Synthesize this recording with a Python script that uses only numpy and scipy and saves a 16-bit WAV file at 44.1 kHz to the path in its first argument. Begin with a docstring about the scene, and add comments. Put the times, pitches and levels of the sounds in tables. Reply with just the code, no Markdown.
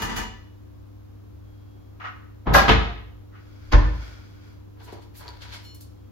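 """A steel lid clatters onto a pot in a tiled kitchen, over the hum of an appliance. A wooden cupboard front is
then pulled open and bangs, a drawer rolls shut with a deep thud, and utensils are picked over until one rings.
Blows are noise bursts filtered by contact, body modes and a diffuse room; panels boom as decaying sines,
rubbing is grainy filtered noise, and the hum and ringing are sums of sines."""
import sys
import numpy as np
from scipy import signal
from scipy.fft import rfft, irfft, next_fast_len
from scipy.io import wavfile
from scipy.ndimage import uniform_filter1d, map_coordinates

SR = 44100
rng = np.random.default_rng(int(sys.argv[2]) if len(sys.argv) > 2 else 0)


def materialize(psi):
    """Save the field psi as 16-bit PCM at rate SR to the path in sys.argv[1].

    A 1-D psi becomes a single channel; in a 2-D psi each row is a channel.
    """
    bounded = np.clip(np.atleast_2d(psi).T, -1, 1)
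    quanta = np.round(bounded * 32767).astype(np.int16)
    wavfile.write(sys.argv[1], SR, quanta)


N = 269451
SIZE, BEFORE = 32768, 1764  # samples in one blow or boom, and samples of a blow ahead of its contact

# Broad colour of a utensil. Each row: frequency in Hz, gain in dB.
UTENSIL_COLOUR = [(100, 1), (250, 3), (400, 3), (650, -1.5), (1200, -4), (2500, -3.5), (4500, -5),
                  (6500, -10.5), (9000, -7.5), (13000, -13.5), (16000, -18)]


def amp(db):
    """Level law: decibels become an amplitude ratio."""
    return 10 ** (np.asarray(db) / 20)


def unit(x):
    """Normalisation: scale a signal to rms 1."""
    return x / np.sqrt(np.mean(x ** 2) + 1e-20)


def along(points, hz):
    """Interpolation of (Hz, value) points along a logarithmic frequency axis."""
    f, v = np.transpose(points)
    return np.interp(np.log(hz + 1), np.log(f + 1), v)


def wobble(rate, size=N):
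    """Slow random modulation: a smooth curve through `rate` random knots a second."""
    knots = rng.standard_normal(int(size * rate / SR) + 4)
    return map_coordinates(knots, [np.arange(size) * rate / SR])


def filtered(x, response):
    """Linear filtering: multiply the spectrum of x by a response of frequency."""
    n = x.shape[-1]
    padded = next_fast_len(n + SR // 4)
    spectrum = rfft(x, padded) * response(np.fft.rfftfreq(padded, 1 / SR))
    return irfft(spectrum, padded)[..., :n]


def causal(gain):
    """Minimum phase: folding the cepstrum gives this gain a response that rings only after the blow."""
    cepstrum = irfft(np.log(np.maximum(gain, 1e-6)))
    half = len(cepstrum) // 2
    folded = np.r_[cepstrum[0], 2 * cepstrum[1:half], np.zeros(half)]
    return np.exp(rfft(folded))


def resonant(colour, modes, hz):
    """Modal resonance: a body's gain is narrow peaks standing on a broad colour."""
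    peaks = sum(amp(db) ** 2 / (1 + (2 * (hz - centre) / width) ** 2) for centre, width, db in modes)
    return amp(along(colour, hz)) * np.sqrt(1 + peaks)


def stroke(s, attack, hold, t60):
    """Envelope: a linear rise to 1 by time s, a hold and an exponential decay."""
    t = np.arange(N) / SR - s
    return np.clip(1 + t / attack, 0, 1) * amp(-60 * np.maximum(t - hold, 0) / t60)


def add(track, s, sound):
    """Superposition: mix a sound into the track at time s."""
    start = round(s * SR)
    sound = sound[..., max(-start, 0):]
    part = track[..., max(start, 0):][..., :sound.shape[-1]]
    part += sound[..., :part.shape[-1]]


def diffuse(size):
    """Diffuse field: noise from all sides whose coherence at two microphones falls toward the treble."""
    # Coherence of the two channels. Each row: frequency in Hz, left-right correlation (no unit).
    alike = [(40, 0.46), (100, 0.69), (250, 0.15), (1000, 0.11), (6000, 0.04)]

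    def mid_side_gains(hz):
        angle = np.arccos(np.clip(along(alike, hz), -1, 1)) / 2
        return np.array([np.cos(angle), np.sin(angle)])

    mid, side = filtered(rng.standard_normal((2, size)), mid_side_gains)
    return np.array([mid + side, mid - side])


def appliance():
    """Standing waves: each line of the mains hum has its own phase between channels; air rushes softly."""
    # Hum lines. Each row: frequency in Hz, level in dB, phase between the microphones in radians.
    lines = [(100.8, -47, 0.58), (220, -60.5, 2.9), (300.4, -55.5, 2.22), (503, -64, 2.94)]
    # Relative spectrum of the air rush. Each row: frequency in Hz, gain in dB.
    air_colour = [(20, -25.5), (40, -6), (55, -4.5), (70, 5), (85, -4.5), (135, -16), (240, -14),
                  (400, -19.5), (700, -27.5), (1100, -27.5), (2000, -38), (4000, -41), (9000, -48.5),
                  (16000, -47)]
    t, sides = np.arange(N) / SR, np.array([[.5], [-.5]])
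    hum = 0
    for hz, db, apart in lines:
        level = amp(db + .6 * wobble(4)) * np.sqrt(2)  # rms to peak
        phase = 2 * np.pi * hz * t + sides * apart + 0.1 * wobble(3)
        hum = hum + level * np.sin(phase)
    air = unit(filtered(diffuse(N), lambda hz: amp(along(air_colour, hz))))
    return hum * amp([[.8], [-.8]]) + amp(-48.5) * air


def friction(modes, uneven_db, grain_db):
    """Stick-slip: rubbing in small uneven catches, heard through a body's resonances."""
    # Broad colour of rubbed surfaces. Each row: frequency in Hz, gain in dB.
    rubbed_colour = [(150, -5.5), (500, -2), (1500, -1), (2700, -6), (4500, -6.5), (6500, -12.5),
                     (9000, -19), (13000, -25.5), (16000, -29.5)]
    grain = amp(uneven_db * wobble(24) + grain_db * wobble(400))
    rubbing = rng.standard_normal((2, N)) * grain
    return unit(filtered(rubbing, lambda hz: resonant(rubbed_colour, modes, hz)))


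def sliding():
    """Rolling friction: the runners' hiss swells or fades along each glide, and one thin resonance whistles."""
    # Wood gliding on runners. Each row: time of full rise in seconds, length in seconds,
    # relative level in dB, change of level in dB per second.
    glide_rows = [(1.484, 0.54, -73.5, -9), (3.4, 0.62, -63.5, 23.5), (4.075, 0.37, -52.5, -24.5),
                  (4.485, 0.022, -58, 0)]
    # Thin whistles. Each row: time of full rise in seconds, length in seconds, relative peak level in dB.
    whistle_rows = [(1.49, .36, -74.5), (4.07, 0.24, -80), (5.99, .08, -76.5)]
    # Runner resonances. Each row: frequency in Hz, width in Hz, level over the colour in dB.
    modes = [(1444, 160, 8.5), (2270, 150, 7.5), (3330, 55, 9.5), (4920, 600, 4.5), (6030, 200, 1.5)]
    attack_s, t60_s, whistle_hz = 0.081, .45, 3280
    t = np.arange(N) / SR
    glides = 0
    for s, length, db, slope in glide_rows:
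        level = amp(db + slope * np.clip(t - s, 0, length))
        glides = glides + level * stroke(s, attack_s, length, t60_s)
    whistles = sum(amp(db) * stroke(s, attack_s, length, t60_s) for s, length, db in whistle_rows)
    hiss = glides * friction(modes, uneven_db=1, grain_db=1.0)
    tone = np.sin(2 * np.pi * whistle_hz * t + 0.73 * wobble(60))
    return hiss + whistles * tone


def scraping():
    """Sliding friction: utensils are pushed over wood in short strokes."""
    # Pushes. Each row: time of full rise in seconds, length in seconds, relative level in dB.
    pushes = [(4.805, 0.16, -57.5), (5.198, .17, -53), (5.427, 0.027, -48.5), (5.546, 0.0098, -51.5)]
    # Resonances of the rubbed pair. Each row: frequency in Hz, width in Hz, level over the colour in dB.
    modes = [(1570, 200, 5), (2200, 120, 3), (3350, 400, 4.5), (4370, 840, 7)]
    strokes = sum(amp(db) * stroke(s, attack=0.023, hold=length, t60=0.56) for s, length, db in pushes)
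    return strokes * friction(modes, uneven_db=2.2, grain_db=2.0)


def ringing():
    """Free vibration: a brushed steel utensil sings briefly in a few pure modes."""
    # Modes of a thin steel utensil. Each row: frequency in Hz, relative peak level in dB.
    modes = [(2961, -56), (4258, -49), (5475, -60), (6982, -63)]
    t, sides = np.arange(N) / SR, np.array([[1], [-1]])
    tone = 0
    for hz, db in modes:
        phase = 2 * np.pi * hz * t + 0.54 * sides + .15 * wobble(40)
        tone = tone + amp(db) * np.sin(phase)
    return tone * stroke(5.655, attack=0.019, hold=0.064, t60=0.34)


def kitchen(direct_db, early_db, early_t60):
    """Room impulse response: direct sound, nearby cabinet fronts, then a tail decaying at each band's rate."""
    # Reverberation. Each row: frequency in Hz, time to decay by 60 dB in seconds.
    reverberation = [(60, 0.61), (250, 0.6), (1000, 0.56), (3000, 0.61), (6000, 0.52), (12000, 0.23)]
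    hz, t, noise = signal.stft(diffuse(SIZE), SR, nperseg=256)
    tail = amp(-60 * t / along(reverberation, hz)[:, None])
    early = amp(early_db - 60 * t / early_t60)
    path = signal.istft(noise * (tail + early), SR, nperseg=256)[1][:, :SIZE]
    return rfft(path / np.linalg.norm(path[0])) + amp(direct_db)


def evened(spectrum, width_hz):
    """Spectral whitening: level out broad bumps, so that body and contact set the colour."""
    channel_power = np.mean(np.abs(spectrum) ** 2, 0)
    sum_power = np.abs(spectrum.mean(0)) ** 2
    bins = max(round(width_hz * SIZE / SR), 1)
    power = np.abs(uniform_filter1d(channel_power + sum_power, bins))
    return spectrum * causal((power + 1e-9) ** -.5)


def strikes(rows, colour, modes, direct_db, early_db, early_t60, click, lead):
    """Impact excitation: a build-up (lead times the rattle), a click and a rattle ring body and room."""
    # Random fine ripple of each colour, deeper toward the treble. 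Each row: frequency in Hz, depth in dB.
    ripple_depth = [(300, .5), (1800, 1.5), (3500, 2.4), (12000, 3)]
    ripple_hz = 44.97  # spacing of the ripple's random knots
    strike_spread_db = 2  # each blow lands on another spot, so each mode answers more or less
    out, t = np.zeros((2, N)), (np.arange(SIZE) - BEFORE) / SR
    hz = np.fft.rfftfreq(SIZE, 1 / SR)
    ripple_knots = rng.standard_normal(int(SR / 2 / ripple_hz) + 4)
    ripple = amp(along(ripple_depth, hz) * map_coordinates(ripple_knots, [hz / ripple_hz]))
    for s, db, low_hz, bright_hz, rattle in rows:
        struck = [(centre, width, level + strike_spread_db * rng.standard_normal())
                  for centre, width, level in modes]
        body = resonant(colour, struck, hz) * ripple
        t60 = np.where(t < 0, lead * rattle, rattle)
        force = rng.laplace(size=SIZE) * amp(-60 * np.abs(t) / t60)
        force = force / np.linalg.norm(force)
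        force[BEFORE] += click
        # soft contacts lose the treble, light ones the bass
        contact = 1 / np.sqrt((1 + (hz / bright_hz) ** 4) * (1 + (low_hz / (hz + 1)) ** 4))
        arrival = evened(rfft(force) * kitchen(direct_db, early_db, early_t60), width_hz=70)
        sound = irfft(arrival * causal(body * contact))
        add(out, s - BEFORE / SR, amp(db - 14.0) * unit(sound))
    return out


def utensils():
    """Contact filtering: utensils are touched and put down, each contact passing its own band."""
    # Touches. Each row: start in seconds, relative level in dB, lowest frequency in Hz,
    # contact brightness in Hz, rattle in seconds.
    touches = [(4.775, -55.5, 497, 1530, 0.037), (4.808, -50, 600, 1870, 0.051),
               (4.845, -54.5, 6000, 12950, .1), (4.879, -46, 200, 2600, 0.074),
               (4.887, -48.5, 900, 2380, .012), (4.927, -39, 198, 720, 0.013),
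               (4.927, -51, 1000, 12000, 0.037), (4.966, -47.5, 348, 1200, 0.037),
               (5.023, -55.5, 498, 11000, 0.054), (5.154, -53, 1500, 6030, 0.047),
               (5.175, -47, 9000, 16050, 0.098), (5.213, -46, 930, 980, .05), (5.233, -50, 850, 1800, .05),
               (5.258, -48, 850, 1090, .03), (5.283, -43.5, 880, 1050, 0.028),
               (5.421, -47, 3400, 4380, .03), (5.456, -48.5, 1400, 2810, 0.031),
               (5.524, -43.5, 2200, 3820, 0.027), (5.541, -42, 1213, 8000, 0.073),
               (5.596, -52, 900, 4000, .02), (5.65, -56, 7000, 15000, .16),
               (5.748, -52, 8830, 15840, 0.017), (5.81, -49, 7580, 15730, 0.015)]
    # Utensil resonances. Each row: frequency in Hz, width in Hz, level over the colour in dB.
    modes = [(346, 24, 9.5), (445, 18, 11.7), (590, 15, 4.5), (695, 28, 7.9), (800, 28, 8.4),
             (967, 41, 13.8), (1330, 66, 3.3), (1520, 78, 3.9), (2210, 70, 5), (3430, 67, 3.3),
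             (4500, 300, 5.9)]
    return strikes(touches, UTENSIL_COLOUR, modes, direct_db=-8, early_db=4.5, early_t60=0.092,
                   click=0.45, lead=0.91)


def clink():
    """Hard impact: steel meets steel close by and bounces, so direct sound and click are strong."""
    # Bounces. Each row: start in seconds, relative level in dB, lowest frequency in Hz,
    # contact brightness in Hz, rattle in seconds.
    bounces = [(5.2803, -45.5, 3800, 4000, .012), (5.289, -49.5, 4520, 7040, .012)]
    # Steel resonances. Each row: frequency in Hz, width in Hz, level over the colour in dB.
    modes = [(4300, 140, 15.5), (4570, 180, 14)]
    return strikes(bounces, UTENSIL_COLOUR, modes, direct_db=6, early_db=9.5, early_t60=0.055,
                   click=1.1, lead=.1)


def light_knocks():
    """Soft impact: soft low bumps, then light knocks of a catch, with little treble."""
    # Bumps and knocks. 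Each row: start in seconds, relative level in dB, lowest frequency in Hz,
    # contact brightness in Hz, rattle in seconds.
    knocks = [(1.75, -57, 150, 270, .1), (1.93, -56, 130, 260.4, .08), (2.002, -41.5, 700, 2100, 0.032),
              (2.016, -39.5, 750, 2200, 0.041), (2.04, -35, 800, 1700, 0.027),
              (2.051, -32.5, 1050, 1900, 0.038), (2.072, -40.5, 1010, 2790, 0.027),
              (3.35, -49, 1106, 2200, 0.19)]
    # Broad colour of these knocks. Each row: frequency in Hz, gain in dB.
    colour = [(300, -5), (750, -2), (1400, -0.5), (2700, -4), (3600, -9), (6500, -13), (9000, -27),
              (16000, -34.5)]
    # Their resonances. Each row: frequency in Hz, width in Hz, level over the colour in dB.
    modes = [(740, 11, 10.5), (1188, 16, 13.5), (1285, 23, 14.5), (1463, 30, 9), (1900, 40, 6),
             (2886, 24, 8.5)]
    return strikes(knocks, colour, modes, direct_db=-12.0, early_db=5.5, early_t60=.13,
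                   click=0.22, lead=0.57)


def pot():
    """Plate modes: a steel lid clatters on the pot's rim and excites many narrow resonances."""
    # Lid contacts. Each row: start in seconds, relative level in dB, lowest frequency in Hz,
    # contact brightness in Hz, rattle in seconds.
    clatter = [(.001, -29, 60, 7080, 0.098), (.021, -25.5, 60, 14000, 0.027), (.055, -34, 60, 5070, 0.059),
               (.097, -27, 60, 5400, 0.27), (.165, -27, 151, 16000, 0.045), (.182, -30, 60, 7000, 0.061),
               (.203, -35.5, 200, 4480, 0.049)]
    # Broad colour of the steel. Each row: frequency in Hz, gain in dB.
    colour = [(30, -11), (60, 17), (150, 3.5), (350, 3.5), (570, -7), (780, -.5), (1450, -2), (2000, -5),
              (3000, -7.5), (4000, -12), (6500, -10.5), (9000, -13.5), (12000, -16.5), (16000, -16)]
    # Steel resonances. Each row: frequency in Hz, width in Hz, level over the colour in dB.
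    modes = [(222.5, 12.6, 12), (454, 20, 7.5), (758, 14, 7.1), (797, 14, 6.2), (906, 20, 9.9),
             (979, 16, 14), (1173, 9, 16), (1259, 27, 8), (1325, 20, 4.9), (1545, 33, 5.6), (2063, 24, 7.2),
             (1750, 24, 14), (1870, 14, 10), (1960, 22, 15), (2440, 30, 10), (2880, 24, 12),
             (2950, 19, 16.5), (3110, 23, 9.6), (3450, 35, 10.5), (3560, 40, 7.3), (4200, 66, 9.3),
             (4651, 58, 9.7), (4840, 40, 8), (5141, 30, 9), (6030, 31, 12), (6140, 30, 10), (6460, 22, 11),
             (7050, 30, 7.6)]
    return strikes(clatter, colour, modes, direct_db=-10, early_db=0.5, early_t60=0.2, click=.45, lead=.4)


def drawer():
    """Box resonance: the drawer meets its stop, each contact building up longer than it rattles."""
    # Contacts with the stop. Each row: start in seconds, relative level in dB, lowest frequency in Hz,
    # contact brightness in Hz, rattle in seconds.
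    stops = [(3.725, -23.5, 149, 7000, 0.017), (3.735, -18.5, 129, 2500, 0.012),
             (3.734, -22, 904, 1900, 0.0082), (3.745, -25, 200, 2000, 0.0076),
             (3.78, -31.5, 800, 1100, 0.017), (3.82, -38, 500, 1500, 0.0064),
             (3.856, -38.5, 350, 1700, 0.011)]
    # Broad colour of the drawer box. Each row: frequency in Hz, gain in dB.
    colour = [(30, 0.5), (120, 7.5), (220, 6), (340, 4), (430, -2.5), (600, -3.5), (1000, -7.5), (1500, -5),
              (2500, -9), (4500, -9), (6500, -13.5), (8000, -31.5), (12000, -23.5), (16000, -43)]
    # Drawer resonances. Each row: frequency in Hz, width in Hz, level over the colour in dB.
    modes = [(301.4, 14, 9.5), (488, 22, 7.5), (591, 24, 8.5), (804, 25, 3), (903, 16, 11),
             (1023, 40, 14.5), (1076, 25, 9), (1210, 22, 6), (1490, 120, 3), (1650, 32, 2.5), (1770, 30, 7),
             (1980, 36, 4), (2180, 34, 9.5), (2490, 34, 7)]
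    return strikes(stops, colour, modes, direct_db=-11.5, early_db=7.5, early_t60=0.066,
                   click=0.39, lead=1.33)


def pullout():
    """Frame modes: the pull-out behind the front jolts off and hits its end stop."""
    # Jolts. Each row: start in seconds, relative level in dB, lowest frequency in Hz,
    # contact brightness in Hz, rattle in seconds.
    jolts = [(2.47, -21, 60, 1150, 0.092), (2.494, -22, 59, 850, 0.11), (2.522, -22, 60, 900, 0.046),
             (2.608, -23, 110, 2000, 0.043), (2.634, -26, 110, 2000, 0.06), (2.682, -14, 100, 3400, 0.027),
             (2.692, -11.3, 90, 3300, 0.035), (2.712, -20, 110, 2200, 0.011),
             (2.815, -36.5, 1200, 2400, 0.1)]
    # Broad colour of the pull-out. Each row: frequency in Hz, gain in dB.
    colour = [(30, -7.5), (60, 6.5), (120, 9.5), (220, 3), (400, 1.5), (580, -2.5), (900, -1.5),
              (1500, -2.5), (2300, -5), (3400, -6), (5000, -10), (7000, -16), (10000, -23), (13500, -20),
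              (16000, -40)]
    # Frame resonances. Each row: frequency in Hz, width in Hz, level over the colour in dB.
    modes = [(166, 12, 4), (235.7, 21, 1.5), (445, 22, 7.5), (698, 15, 6), (789.5, 20, 5.5), (938, 19, 5),
             (1010, 30, 6.5), (1230, 14, 4.5), (1272, 28, 7), (1544, 30, 5.5), (1720, 32, 4),
             (1905, 41, 8.5), (2175, 18, 6.5), (2600, 26, 7), (3206, 27, 7), (3400, 40, 9), (3560, 22, 6),
             (3860, 27, 6)]
    return strikes(jolts, colour, modes, direct_db=-11.5, early_db=2.5, early_t60=0.14, click=.5, lead=0.3)


def cupboard():
    """Panel modes: the wooden cupboard front bangs in a tight cluster of contacts."""
    # Bangs. Each row: start in seconds, relative level in dB, lowest frequency in Hz,
    # contact brightness in Hz, rattle in seconds.
    bangs = [(2.539, -15.5, 130, 15000, 0.074), (2.545, -10, 614, 1650, 0.02),
             (2.551, -13.5, 620, 951, .02), (2.553, -16.5, 130, 14000, 0.048), (2.566, -19, 600, 1700, .02),
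             (2.582, -19.5, 500, 5000, 0.013)]
    # Broad colour of the wood. Each row: frequency in Hz, gain in dB.
    colour = [(30, -6.5), (60, 5.5), (110, 10), (250, 5.5), (420, -3.5), (650, -4), (900, -4.5), (1550, -3),
              (2300, -8), (3600, -7), (5000, -9), (7000, -14), (10000, -19), (13500, -17), (16000, -41)]
    # Wood resonances. Each row: frequency in Hz, width in Hz, level over the colour in dB.
    modes = [(163, 12, 5.5), (193, 12, 1.5), (576, 22, 10), (680, 40, 4.5), (786, 16, 16.5), (938, 20, 8.5),
             (1044, 18, 12), (1170, 18, 9), (1203, 22, 9.5), (1380, 40, 5), (1645, 42, 13), (1980, 52, 6.5),
             (2480, 29, 7), (3470, 20, 9), (4440, 40, 7.5), (5030, 60, 5), (5770, 40, 7),
             (11600, 130, 10.5), (13700, 120, 8.5)]
    return strikes(bangs, colour, modes, direct_db=-11.5, early_db=3.0, early_t60=0.14, click=.4, lead=0.22)


def booms():
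    """Damped vibration: blows swing the cabinet panels; higher modes die sooner and differ more left to right."""
    # Deep booms. Each row: start in seconds, relative level in dB, pitch in Hz,
    # time for the pitch to decay by 60 dB in seconds.
    swings = [(0.032, -33, 45.3, 0.88), (.172, -30, 45.4, 0.64), (2.475, -16, 55.66, 1),
              (2.699, -10.5, 54.5, 0.58), (3.739, 0, 46.26, 0.3), (3.835, -11.5, 53.8, 0.31),
              (3.912, -23.5, 54.7, 0.56)]
    # Panel modes. Each row: multiple of the boom's pitch (no unit), level in dB.
    panel_modes = [(1, 2), (1.18, -9.5), (1.42, -5), (2.02, -7.5), (2.329, -12.5), (3, -17), (3.45, -21)]
    out, t, sides = np.zeros((2, N)), np.arange(SIZE) / SR, np.array([[1], [-1]])
    for s, db, hz, t60 in swings:
        phase = 2 * np.pi * hz * t + 0.17 * sides + .15 * wobble(18, size=SIZE)
        panels = sum(amp(level - 60 * t * k ** 0.37 / t60) * np.sin(k * phase) for k, level in panel_modes)
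        onset = 1 - np.exp(-t / 0.012)
        add(out, s, -amp(db) * panels * onset)
    return out


def scene():
    """Superposition: cupboard, drawer, pot and utensils over the hum."""
    blows = light_knocks() + cupboard() + pullout() + drawer() + pot() + utensils() + clink()
    rubbed = sliding() + scraping() + ringing()
    return (blows + rubbed) * amp([[.5], [-.5]]) + booms() + appliance()  # first part slightly to the left


def record(dry):
    """Mid-side filtering: the middle dips near 9 kHz, the sides fade above 11 kHz; peaks clip, the band is limited."""
    # Colour of what both sides share. Each row: frequency in Hz, gain in dB.
    mid_colour = [(22, -8), (32, 0), (7300, -0.5), (8100, -14), (9700, -19), (11000, 2)]
    # Colour of what differs between the sides. Each row: frequency in Hz, gain in dB.
    side_colour = [(7300, 0.5), (8500, 6), (10500, 4.5), (12000, -5), (16000, -25)]
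    top_hz = 15830
    mid = filtered((dry[0] + dry[1]) / 2, lambda hz: amp(along(mid_colour, hz)))
    side = filtered((dry[0] - dry[1]) / 2, lambda hz: amp(along(side_colour, hz)))
    clipped = np.clip(np.array([mid + side, mid - side]), -1, 1)
    return filtered(clipped, lambda hz: hz < top_hz)


dry = scene()
out = record(dry)
materialize(out)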